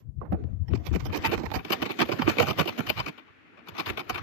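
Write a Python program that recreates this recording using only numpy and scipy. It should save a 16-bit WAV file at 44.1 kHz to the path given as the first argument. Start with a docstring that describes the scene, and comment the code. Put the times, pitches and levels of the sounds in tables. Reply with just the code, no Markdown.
"""Right beside a hand-held two-port microphone, a knife rasps over crisp toast in quick strokes.
Each stroke gates a train of tiny random clicks and lets them ring resonances of crust and crumbs; the clicks
common to both ports reach the left one late, and the body of a stroke is weak there. Clicks and smooth noise
rustle in the gaps. The gripping hand rumbles on the casing as lumpy low noise, and jolts are strongest at the
left. Short clicks make single touches, a decaying sine makes one knock, and a faint mid-band hiss fades in."""
import sys
import numpy as np
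from scipy import signal
from scipy.io import wavfile

SR = 44100
rng = np.random.default_rng(int(sys.argv[2]) if len(sys.argv) > 2 else 0)


def output_pcm(signal):
    """Save a mono or channel-first signal as 16-bit PCM at the path in sys.argv[1].

    Samples are clipped to [-1, 1] before scaling.
    """
    pcm = np.clip(np.atleast_2d(signal).T, -1, 1) * 32767
    wavfile.write(sys.argv[1], SR, np.round(pcm).astype(np.int16))


N = 186498

# How the grip turns the ports. Each row: time in seconds, crunch left-right difference in dB,
# brightness in dB per octave.
GRIP_TURN = [(.2, -32, -12.5), (.32, -16, -12), (.68, -41, 12), (.85, -31, 5), (.93, -18, 5.5),
             (1.03, -37, 8), (1.13, -11, 4.5), (1.24, 1, 1.5), (1.32, -2, 3), (1.38, -36, 5),
             (1.51, -17, 3), (1.65, 3, 2.5), (2.3, 0.5, 2.5), (3.1, 4.5, 2.5), (3.53, 18, 4),
             (3.69, 5, 1.3), (3.9, 2.5, 1.5), (4.2, 5, 0.9)]
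TILT_ABOUT_HZ = 1430   # brightness slopes pivot here


def from_db(db):
    """Level is logarithmic: 20 dB is a factor of ten in amplitude."""
    return 10 ** (np.asarray(db) / 20)


def rms_one(x):
    """Normalise the mean power of each row to one."""
    return x / np.sqrt(np.mean(x ** 2, axis=-1, keepdims=True) + 1e-20)


def lowpass(x, seconds):
    """First-order relaxation: one pole with the given time constant."""
    r = np.exp(-1 / (max(seconds, 1e-4) * SR))
    return signal.lfilter([1 - r], [1, -r], x + 1e-18)


def drift(rate, count):
    """Slow random fluctuation: white noise relaxed twice with corner `rate` in Hz, at rms 1."""
    seconds = 1 / (2 * np.pi * rate)
    return rms_one(lowpass(lowpass(rng.standard_normal((count, N)), seconds), seconds))


def ring(x, hz, width):
    """Resonance: a two-pole resonator passed twice for steep skirts, near rms 1 on white input of rms 1."""
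    r = np.exp(-np.pi * width / SR)
    b = [(1 - r * r) / 2, 0, (r * r - 1) / 2]
    a = [1, -2 * r * np.cos(2 * np.pi * hz / SR), r * r]
    twice = signal.lfilter(b, a, signal.lfilter(b, a, x))
    return np.sqrt(2 * SR / (np.pi * width)) * twice


def along(rows, s):
    """Linear interpolation of a table's columns at the given times."""
    columns = np.transpose(rows)
    return np.array([np.interp(s, columns[0], c) for c in columns[1:]])


def room_hiss():
    """Band-limited noise: faint independent mid-band hiss at each port."""
    level_db, low_hz, high_hz, from_s = -62, 1500, 2700, 1.0
    band = signal.butter(2, [low_hz, high_hz], "band", fs=SR, output="sos")
    fade = np.clip(np.arange(N) / SR - from_s, 0, 1)   # lasts one second
    return from_db(level_db) * fade * rms_one(signal.sosfilt(band, rng.standard_normal((2, N))))


def thumping():
    """Exponential attack and decay: each thump's level rises and falls at constant dB rates above a floor."""
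    # Thumps of the hand on the casing. Each row: peak time in seconds, left level in dB, right level in dB.
    thump_rows = [(0.091, -29.5, -70), (0.185, -27, -47), (0.325, -23.5, -39), (.437, -23.5, -44),
                  (0.536, -20, -48), (0.617, -23.5, -47), (0.731, -15, -41), (0.929, -16.5, -32),
                  (1.04, -27, -33), (1.09, -27, -32), (1.194, -31.5, -48), (1.28, -49, -25.5),
                  (1.381, -31, -55), (1.467, -30, -39), (1.566, -31, -31), (1.749, -60, -50),
                  (1.819, -53, -41), (2.049, -46, -38.5), (2.265, -38, -24.5), (2.499, -62, -34),
                  (2.606, -59, -48), (2.688, -55, -53), (2.907, -55, -34), (2.998, -59, -32),
                  (3.726, -64, -50.5), (3.91, -43, -35.5), (4.131, -61, -35), (4.228, -52, -37)]
    rise_db_per_s, fall_db_per_s = 313.5, 241.5
    level_db = np.ones((2, N)) * np.array([[-76], [-66.5]])   # the still hand, left and right
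    t = np.arange(N) / SR
    for s, *peak_db in thump_rows:
        loss_db = np.maximum(rise_db_per_s * (s - t), fall_db_per_s * (t - s))
        level_db = np.maximum(level_db, np.array(peak_db)[:, None] - loss_db)
    return from_db(level_db)


def hand():
    """Structure-borne sound: lumpy low noise excites the casing, independently at each port."""
    lumps = rng.standard_normal((2, N)) * from_db(1.77 * drift(29, count=2))
    low = signal.sosfilt(signal.butter(2, [50, 140], "band", fs=SR, output="sos"), lumps)
    # the casing booms lower at the left port
    boom = np.array([ring(x, hz, width=53) for x, hz in zip(lumps, (77.6, 95))])
    dull = signal.sosfilt(signal.butter(2, 170, fs=SR, output="sos"), rms_one(low) + 1.3 * boom)
    rumble = signal.sosfilt(signal.butter(2, 40, "high", fs=SR, output="sos"), dull)
    return thumping() * rms_one(rumble)


def knock():
    """Damped oscillation: the blade knocks once near the right port, a sine decaying after a soft start."""
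    start_s, level_db, left_re_right_db = .2142, -22.5, -29
    hz, t60_s, rise_s = 1103, 0.028, .001
    t = np.maximum(np.arange(N) / SR - start_s, 0)
    soft = (1 - np.exp(-t / rise_s)) ** 2
    decay = from_db([[left_re_right_db], [0]] - 60 * t / t60_s + level_db)
    return soft * decay * np.sin(2 * np.pi * hz * t)


def taps():
    """Impulse response: a touch of fingertip or blade is a unit impulse dulled by filters."""
    # Single ticks. Each row: start in seconds, peak level midway between the ports in dB,
    # left-right difference in dB.
    tap_rows = [(0.329, -37.5, 18), (0.44, -42.5, 9), (0.737, -29, -6), (0.939, -27, -9), (1.097, -36, 0.0),
                (1.504, -34, -23), (1.517, -29.5, -23), (1.649, -40, -3), (2.118, -30, 1.1),
                (2.222, -14, 2), (2.275, -32, -7), (2.636, -34, 1), (2.729, -34, 10), (4.097, -27, 1.1),
                (4.179, -28, 10)]
    out, tick = np.zeros((2, N)), signal.unit_impulse(SR // 50)
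    tick = signal.sosfilt(signal.butter(1, [250, 1500], "band", fs=SR, output="sos"), tick)
    tick = signal.sosfilt(signal.butter(2, 3500, fs=SR, output="sos"), tick)
    for s, level_db, pan_db in tap_rows:
        at = round(s * SR)
        gain = from_db([[level_db + pan_db / 2], [level_db - pan_db / 2]])
        out[:, at:at + len(tick)] += gain * tick / np.max(tick)
    return out


def rustle_bed():
    """Amplitude modulation: gains of rustling crunch and body at both ports, and brightness, per sample."""
    # Rustle between strokes. Each row: time in seconds, nominal crunch in dB, nominal body in dB,
    # brightness in dB per octave, body left-right difference in dB.
    rustle_rows = [(0, -72.5, -65.5, 12.7, -15), (.19, -102.5, -72, -20, -5), (.27, -68, -57.5, -6, -8),
                   (.4, -63.5, -43, 2, -6), (.6, -80.5, -63, 7.5, -4), (.75, -68.5, -49, 6.5, 5.5),
                   (.95, -60, -49, 8, -4), (1.2, -46.5, -38, 3.5, -1.5), (1.4, -48.5, -40.5, 5.5, -14),
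                   (1.6, -58, -51.5, 8, 5), (1.8, -48.5, -40, 6.5, -6), (2.0, -60, -43.5, 10, -1),
                   (2.3, -48, -44, 8, 8), (2.65, -55.5, -45, 7.5, 2), (3.0, -52.5, -56.5, 8, 10),
                   (3.2, -61.5, -57, 2.5, 1.5), (3.4, -67.5, -63.5, -8.5, 3), (3.6, -65.5, -57, -3, 3),
                   (3.8, -49, -48, 7, 7), (4.0, -59, -46, 4.5, 1), (4.23, -49.5, -61.5, 3, 27)]
    left_right_db, grip_share = 8.5, 0.54   # of the crunch
    t = np.arange(N) / SR
    crunch_db, body_db, airy, body_pan_db = along(rustle_rows, t)
    sides = np.array([[.5], [-.5]])
    pan_db = left_right_db + grip_share * along(GRIP_TURN, t)[0]
    return from_db(crunch_db + sides * pan_db), from_db(body_db + sides * body_pan_db), airy


def ports(draw):
    """Partial coherence: a common source, reaching the left late, mixed with an own source at each port."""
    shared, left_lag = .5, 29   # share of power; samples
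    common = np.array([np.roll(draw[0], left_lag), draw[0]])
    return np.sqrt(shared) * common + np.sqrt(1 - shared) * draw[1:]


def cracks():
    """Modulated shot noise: clumped clicks of very uneven size, as two sets that differ in sign."""
    nominal_per_s, size_spread_db = 3500, 4.5
    born = rng.random((3, N)) < nominal_per_s * from_db(2.0 * drift(70, count=1)) / SR
    sizes = born * from_db(size_spread_db * np.minimum(rng.exponential(1, (3, N)), 4))
    sizes = rms_one(sizes * from_db(1.8 * drift(134, count=1)))
    return [ports(sizes * rng.choice([-1, 1], (3, N))) for k in range(2)]


def bursts():
    """Near and far pickup: strokes and jolts in time order, with their levels at each port."""
    # Bursts of breaking crust. Each row: start in seconds, length in seconds, nominal crunch in dB,
    # nominal right body in dB, left treble in dB re crunch, swell in dB, body ring in Hz.
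    stroke_rows = [(0.214, .02, -45.5, -35, -47, -2, 478), (0.245, 0.019, -46, -41, -31, 7, 151),
                   (.317, 0.027, -41.5, -27, -23.5, -8.5, 159), (0.681, 0.0054, -43, -45.5, -16, 0, 180),
                   (.748, 0.011, -42, -39, -23.5, 2, 300), (0.849, 0.025, -39, -38, -10, 16, 145),
                   (0.928, 0.033, -36.5, -32.5, -17, 1, 331), (0.997, 0.0066, -35, -46, -17.5, 8, 160),
                   (1.053, 0.014, -35.5, -34, -10, -2, 300), (1.125, 0.032, -33.5, -30.5, -15.5, 2, 300),
                   (1.165, 0.0096, -41, -31, -2, 1, 306), (1.237, .014, -26, -26, -21, 12, 887),
                   (1.256, 0.018, -31, -43, -8.5, -5, 900), (1.313, .028, -30, -24, -16, 7, 332),
                   (1.374, 0.022, -37.5, -31, -16.5, -12, 327), (1.433, .0022, -31.5, -17, -16, 3, 320),
                   (1.453, .0056, -27, -29, -18, 8, 464), (1.501, .006, -48, -39, -18, 3, 317),
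                   (1.515, 0.0014, -21, -18, -19, -1, 148), (1.538, 0.029, -31, -26.5, -9, -5, 758),
                   (1.648, 0.0023, -24.5, -25.5, -14.5, 3, 313), (1.681, 0.0033, -40, -47, -23, 3, 222),
                   (1.701, 0.0054, -27, -21, -16, 5, 329), (1.717, 0.019, -25.5, -28, -13, 6.5, 770),
                   (1.819, 0.0084, -23, -21, -17.5, 5, 330), (1.854, .0082, -28, -30, -17.5, 14, 473),
                   (1.891, 0.013, -33.5, -29, -24, 12, 322), (1.911, 0.0074, -38.5, -50, -6, 9, 328),
                   (1.986, .035, -26, -22.5, -16, 11.5, 320), (2.083, 0.01, -35, -25.5, -19.5, 15, 587),
                   (2.116, .011, -25.5, -18.5, -18, -2, 323), (2.185, .013, -31, -25.5, -24, 8, 250),
                   (2.216, 0.0042, -16.5, -18.5, -23, 2, 148), (2.261, 0.018, -26.5, -22.5, -31, 11.5, 300),
                   (2.287, 0.025, -31.5, -27, -10, -4, 323), (2.365, 0.0048, -31, -23.5, -23, -5, 230),
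                   (2.383, 0.02, -23, -17.5, -17.5, 5.5, 482), (2.41, 0.018, -31.5, -25, -11, 11, 800),
                   (2.465, 0.046, -34.5, -29.5, -14.5, 4.5, 140),
                   (2.574, 0.038, -25.5, -22.5, -15, 9.5, 157), (2.655, 0.0039, -35, -23, -10, 3, 340),
                   (2.673, 0.019, -30, -31, -15.5, 6, 309), (2.727, .0043, -58, -42, -14, 3, 340),
                   (2.776, .015, -33, -24, -13, 5, 244), (2.802, 0.0065, -34.5, -39, -12, 5, 292),
                   (2.841, 0.0069, -62, -36.5, -20, 8, 297), (2.863, 0.0088, -32.5, -35, -14, 15, 730),
                   (2.88, 0.021, -31.5, -31.5, -12, 14, 225), (2.963, 0.04, -32.5, -35, -21.5, 9.5, 143),
                   (3.061, 0.017, -33.5, -27.5, -16, -2, 300), (3.083, 0.0045, -33, -60, -13, 12, 286),
                   (3.176, 0.02, -45, -54, -28, -1, 262), (3.265, 0.041, -57.5, -69, -37, -3, 322),
                   (3.455, 0.042, -62, -59.5, -47, -8, 190), (3.524, 0.02, -62, -59, -48, 0, 300),
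                   (3.571, 0.026, -48.5, -50.5, -36, -7, 353), (3.671, 0.0031, -33, -46, -23, 1, 320),
                   (3.684, 0.0044, -32.5, -37, -9.5, 3, 158), (3.749, .02, -41.5, -42, -20.5, -2, 302),
                   (3.779, 0.024, -30.5, -34.5, -14, 8.5, 314), (3.858, 0.047, -34, -38, -13, -0.5, 395),
                   (3.972, 0.0075, -28.5, -30.5, -20.5, 4, 400), (3.985, .022, -35, -36.5, -15, 1, 303),
                   (4.095, 0.011, -28.5, -31, -12, -9, 740), (4.144, 0.0043, -24.5, -35, -20, 0, 364),
                   (4.156, 0.0048, -24.5, -35, -22, -2, 360), (4.178, 0.0056, -25, -34, -18.5, -10, 450)]
    # Dull jolts of the hand. Each row: start in seconds, length in seconds, nominal left crunch in dB,
    # nominal left body in dB.
    jolt_rows = [(.317, 0.016, -56, -32), (0.44, 0.0012, -47, -13), (0.683, 0.0054, -80, -33),
                 (0.7, 0.026, -53, -31.5), (0.732, 0.0042, -35, -13.5), (0.913, 0.0083, -45, -24),
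                 (.926, 0.044, -71, -29.5), (1.059, 0.0086, -76, -41), (1.081, .0071, -67, -29.5),
                 (1.098, 0.0043, -32.5, -20.5), (1.28, 0.017, -34.5, -31.5), (1.587, 0.0071, -31, -31),
                 (2.218, 0.0022, -55, -39), (2.267, 0.028, -51, -37), (2.411, 0.019, -50, -42),
                 (2.803, 0.0043, -50, -31), (3.087, 0.004, -50, -32), (4.173, 0.0045, -55, -45)]
    jolt_right_db, jolt_treble_db, jolt_tilt_db, jolt_ring_hz = -22.5, -27, -4.5, 154
    left_body_db = -17   # a stroke's body is weak at the left port
    bright_per_treble, usual_treble_db = 0.3, -14.5   # strokes with more treble are also brighter below it
    rows = []
    for s, length, db, body_db in jolt_rows:
        rows.append((s, length, db, db + jolt_right_db, body_db + jolt_right_db, body_db, jolt_treble_db,
                     jolt_tilt_db, 0, jolt_ring_hz))
    for s, length, db, body_db, treble_db, swell_db, body_hz in stroke_rows:
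        pan_db, tilt_db = along(GRIP_TURN, s)
        tilt_db += bright_per_treble * (treble_db - usual_treble_db)
        rows.append((s, length, db + min(pan_db, 0), db - max(pan_db, 0), body_db, body_db + left_body_db,
                     treble_db, tilt_db, swell_db, body_hz))
    return sorted(rows, key=lambda row: round(row[0] * 200))   # in steps of 5 ms


def stroke_shape(length, swell_db):
    """Contact envelope: faint lead-in, rounded rise, hold that swells or fades, quick fall, fainter tail."""
    rise_s, fall_s = .006, .005
    lead_s, lead_db = 0.01, -9.5   # the blade bites in gradually
    tail_s, tail_db = 0.025, -4
    rise, hold, early = max(round(rise_s * SR), 3), round(max(length, .001) * SR), SR // 20
    held = np.zeros(early + hold + SR // 6)
    held[early:early + hold] = from_db(swell_db * np.linspace(-.5, .5, hold))
    soft = np.convolve(held, np.hanning(rise) / np.hanning(rise).sum(), "same")
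    lead = from_db(lead_db) * lowpass(soft[::-1], lead_s)[::-1]   # filtered backwards in time
    tail = from_db(tail_db) * lowpass(soft, tail_s)
    return early, np.maximum(soft, lowpass(soft, fall_s)) + tail + lead


def strokes(clicks):
    """Forced resonance: pressure by (zone, port), brightness over time, and the rings the clicks excite."""
    # Resonances of the crust, all rung by each stroke. Each row: frequency in Hz, nominal level in dB.
    crust_modes = [(1150, -6.5), (1400, -6.5), (2350, -5.5), (3100, -7.5)]
    mode_spread_db = 2.5   # strengths vary from stroke to stroke
    body_width_hz, body_ring_db = 79.5, -4.5   # ring levels are relative to the stroke
    crust_width_hz, crust_ring_db, right_ring_db = 198, -10, -6   # the crust rings less at the right port
    crumb_width_hz, crumb_ring_db, crumb_slope_db = 260, -13, -10   # slope per octave
    right_treble_db = 4
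    pressure, bright, rings = np.zeros((3, 2, N)), np.zeros(N), np.zeros((2, N))
    rows = bursts()
    crumbs_hz = 1500 * 2 ** rng.uniform(0, 2.1, (len(rows), 4))   # loose crumbs ring at chance pitches
    strengths_db = mode_spread_db * rng.standard_normal((len(rows), len(crust_modes)))
    for row, crumbs, chance_db in zip(rows, crumbs_hz, strengths_db):
        s, length, left_db, right_db, right_body_db, left_body_db, treble_db, tilt_db, swell_db, body_hz = row
        early, shape = stroke_shape(length, swell_db)
        start = round(s * SR) - early
        at = slice(start, min(start + len(shape), N))
        shape = shape[:at.stop - at.start]
        body = from_db([[left_body_db], [right_body_db]])
        crunch = from_db([[left_db], [right_db]])
        treble = crunch * from_db([[treble_db], [treble_db + right_treble_db]])
        pressure[:, :, at] += np.array([body, crunch, treble]) * shape
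        bright[round(s * SR) - SR // 200:] = tilt_db   # holds until the next burst
        drive = clicks[:, at] * shape
        rings[:, at] += body * from_db(body_ring_db) * ring(drive, body_hz, body_width_hz)
        crust = 0
        for (hz, db), luck in zip(crust_modes, chance_db):
            mode_db = db + luck + tilt_db * max(np.log2(hz / TILT_ABOUT_HZ), 0)
            crust = crust + from_db(mode_db) * ring(drive, hz, crust_width_hz)
        rings[:, at] += crunch * from_db([[crust_ring_db], [crust_ring_db + right_ring_db]]) * crust
        for hz in crumbs:
            level_db = crumb_ring_db + (tilt_db + crumb_slope_db) * np.log2(hz / TILT_ABOUT_HZ)
            rings[:, at] += crunch * from_db(level_db) * ring(drive, hz, crumb_width_hz)
    return pressure, bright, rings


def power_share(colour, hz, width, zone):
    """Power summation: band gains at each port, so that each zone of bands sums to power 1 on white input."""
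    table = np.array(colour)
    gain = from_db([np.interp(np.log(hz), np.log(table[:, 0]), c) for c in table.T[1:]])
    for z in set(zone):
        inside = zone == z
        power = np.sum(gain[:, inside] ** 2 * width[inside], axis=1, keepdims=True) * 2 / SR
        gain[:, inside] /= np.sqrt(power)
    return gain


def scraping():
    """Filter-bank synthesis: cracks under the strokes and rustle between them, coloured band by band."""
    # Relative spectra of cracks and rustle, each levelled again within its zones of bands.
    # Each row: frequency in Hz, left density in dB per Hz, right density in dB per Hz.
    crack_colour = [(99, -15.5, 3), (300, 19, 6.5), (705, -15, 1), (808, 1, 7.5), (1312, 2, -2.5),
                    (1805, -14, -9), (2270, 2, -2.5), (2870, -2.5, -18), (4640, -13.5, -18),
                    (6270, -26, -26), (7600, -24.5, -37.5), (9960, -35.5, 8.5), (11580, -3, -40),
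                    (12300, 5, 0), (13900, -5, 13.5)]
    rustle_colour = [(110, -3, -16.5), (231, 16, 1.5), (721, 2.5, -15), (900, -4, 16), (1420, 2, 5.5),
                     (2060, -2, -2), (3430, -13.5, -19), (4480, -22, -24), (7060, -38, -24.5),
                     (10300, -48.5, -60), (14000, -42, -31)]
    body_top_hz, treble_from_hz = 750, 9000
    edges = np.r_[90, 140, 220, 330, 470, 650 * 2 ** (np.arange(20) / 4)]   # Hz
    hz, width = np.sqrt(edges[1:] * edges[:-1]), np.diff(edges)
    zone = (hz > body_top_hz).astype(int) + (hz > treble_from_hz)   # 0 body, 1 crunch, 2 treble
    crack_gain = power_share(crack_colour, hz, width, zone)
    rustle_gain = power_share(rustle_colour, hz, width, np.minimum(zone, 1))
    clicks, smooth = cracks(), rng.standard_normal((2, 2, N))
    noise = 0.66 * smooth + 0.33 * np.array(cracks())   # smooth noise and falling crumbs
    pressure, bright, out = strokes(clicks[0])
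    crunch, body, airy = rustle_bed()
    rustle = [body, crunch, crunch]
    patches = drift(20.2, count=9)   # each patch of crust has its own colour
    flutter = from_db(3.0 * drift(9.4, count=3))
    for k in range(len(hz)):
        octaves = max(np.log2(hz[k] / TILT_ABOUT_HZ), 0)
        colour_db = 3.3 * patches[k % 9] + (zone[k] == 1) * bright * octaves
        # a fixed 5.5 dB trim balances the cracks against their rings
        drive = crack_gain[:, k, None] * pressure[zone[k]] * clicks[k % 2] * from_db(colour_db - 5.5)
        bed = rustle[zone[k]] * flutter[k % 3] * from_db(airy * octaves)
        drive += rustle_gain[:, k, None] * noise[k % 2] * bed
        band = signal.butter(3, edges[k:k + 2], "band", fs=SR, output="sos")
        out += signal.sosfilt(band, drive)
    return out


def scene():
    """Superposition: room, the hand that holds the microphone, knock, single touches and knife on toast."""
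    return room_hiss() + hand() + knock() + taps() + scraping()


def record(dry):
    """Transfer function of the ports: a deep dip near 9 kHz, faint self-noise, and the top cut."""
    stop_from_hz = 15790
    dip = signal.sosfilt(signal.butter(3, [7600, 10100], "bandstop", fs=SR, output="sos"), dry)
    dip += from_db(-88.0) * rng.standard_normal(dry.shape)
    return signal.sosfilt(signal.cheby2(12, 70, stop_from_hz, fs=SR, output="sos"), dip)


dry = scene()
out = record(dry)
output_pcm(out)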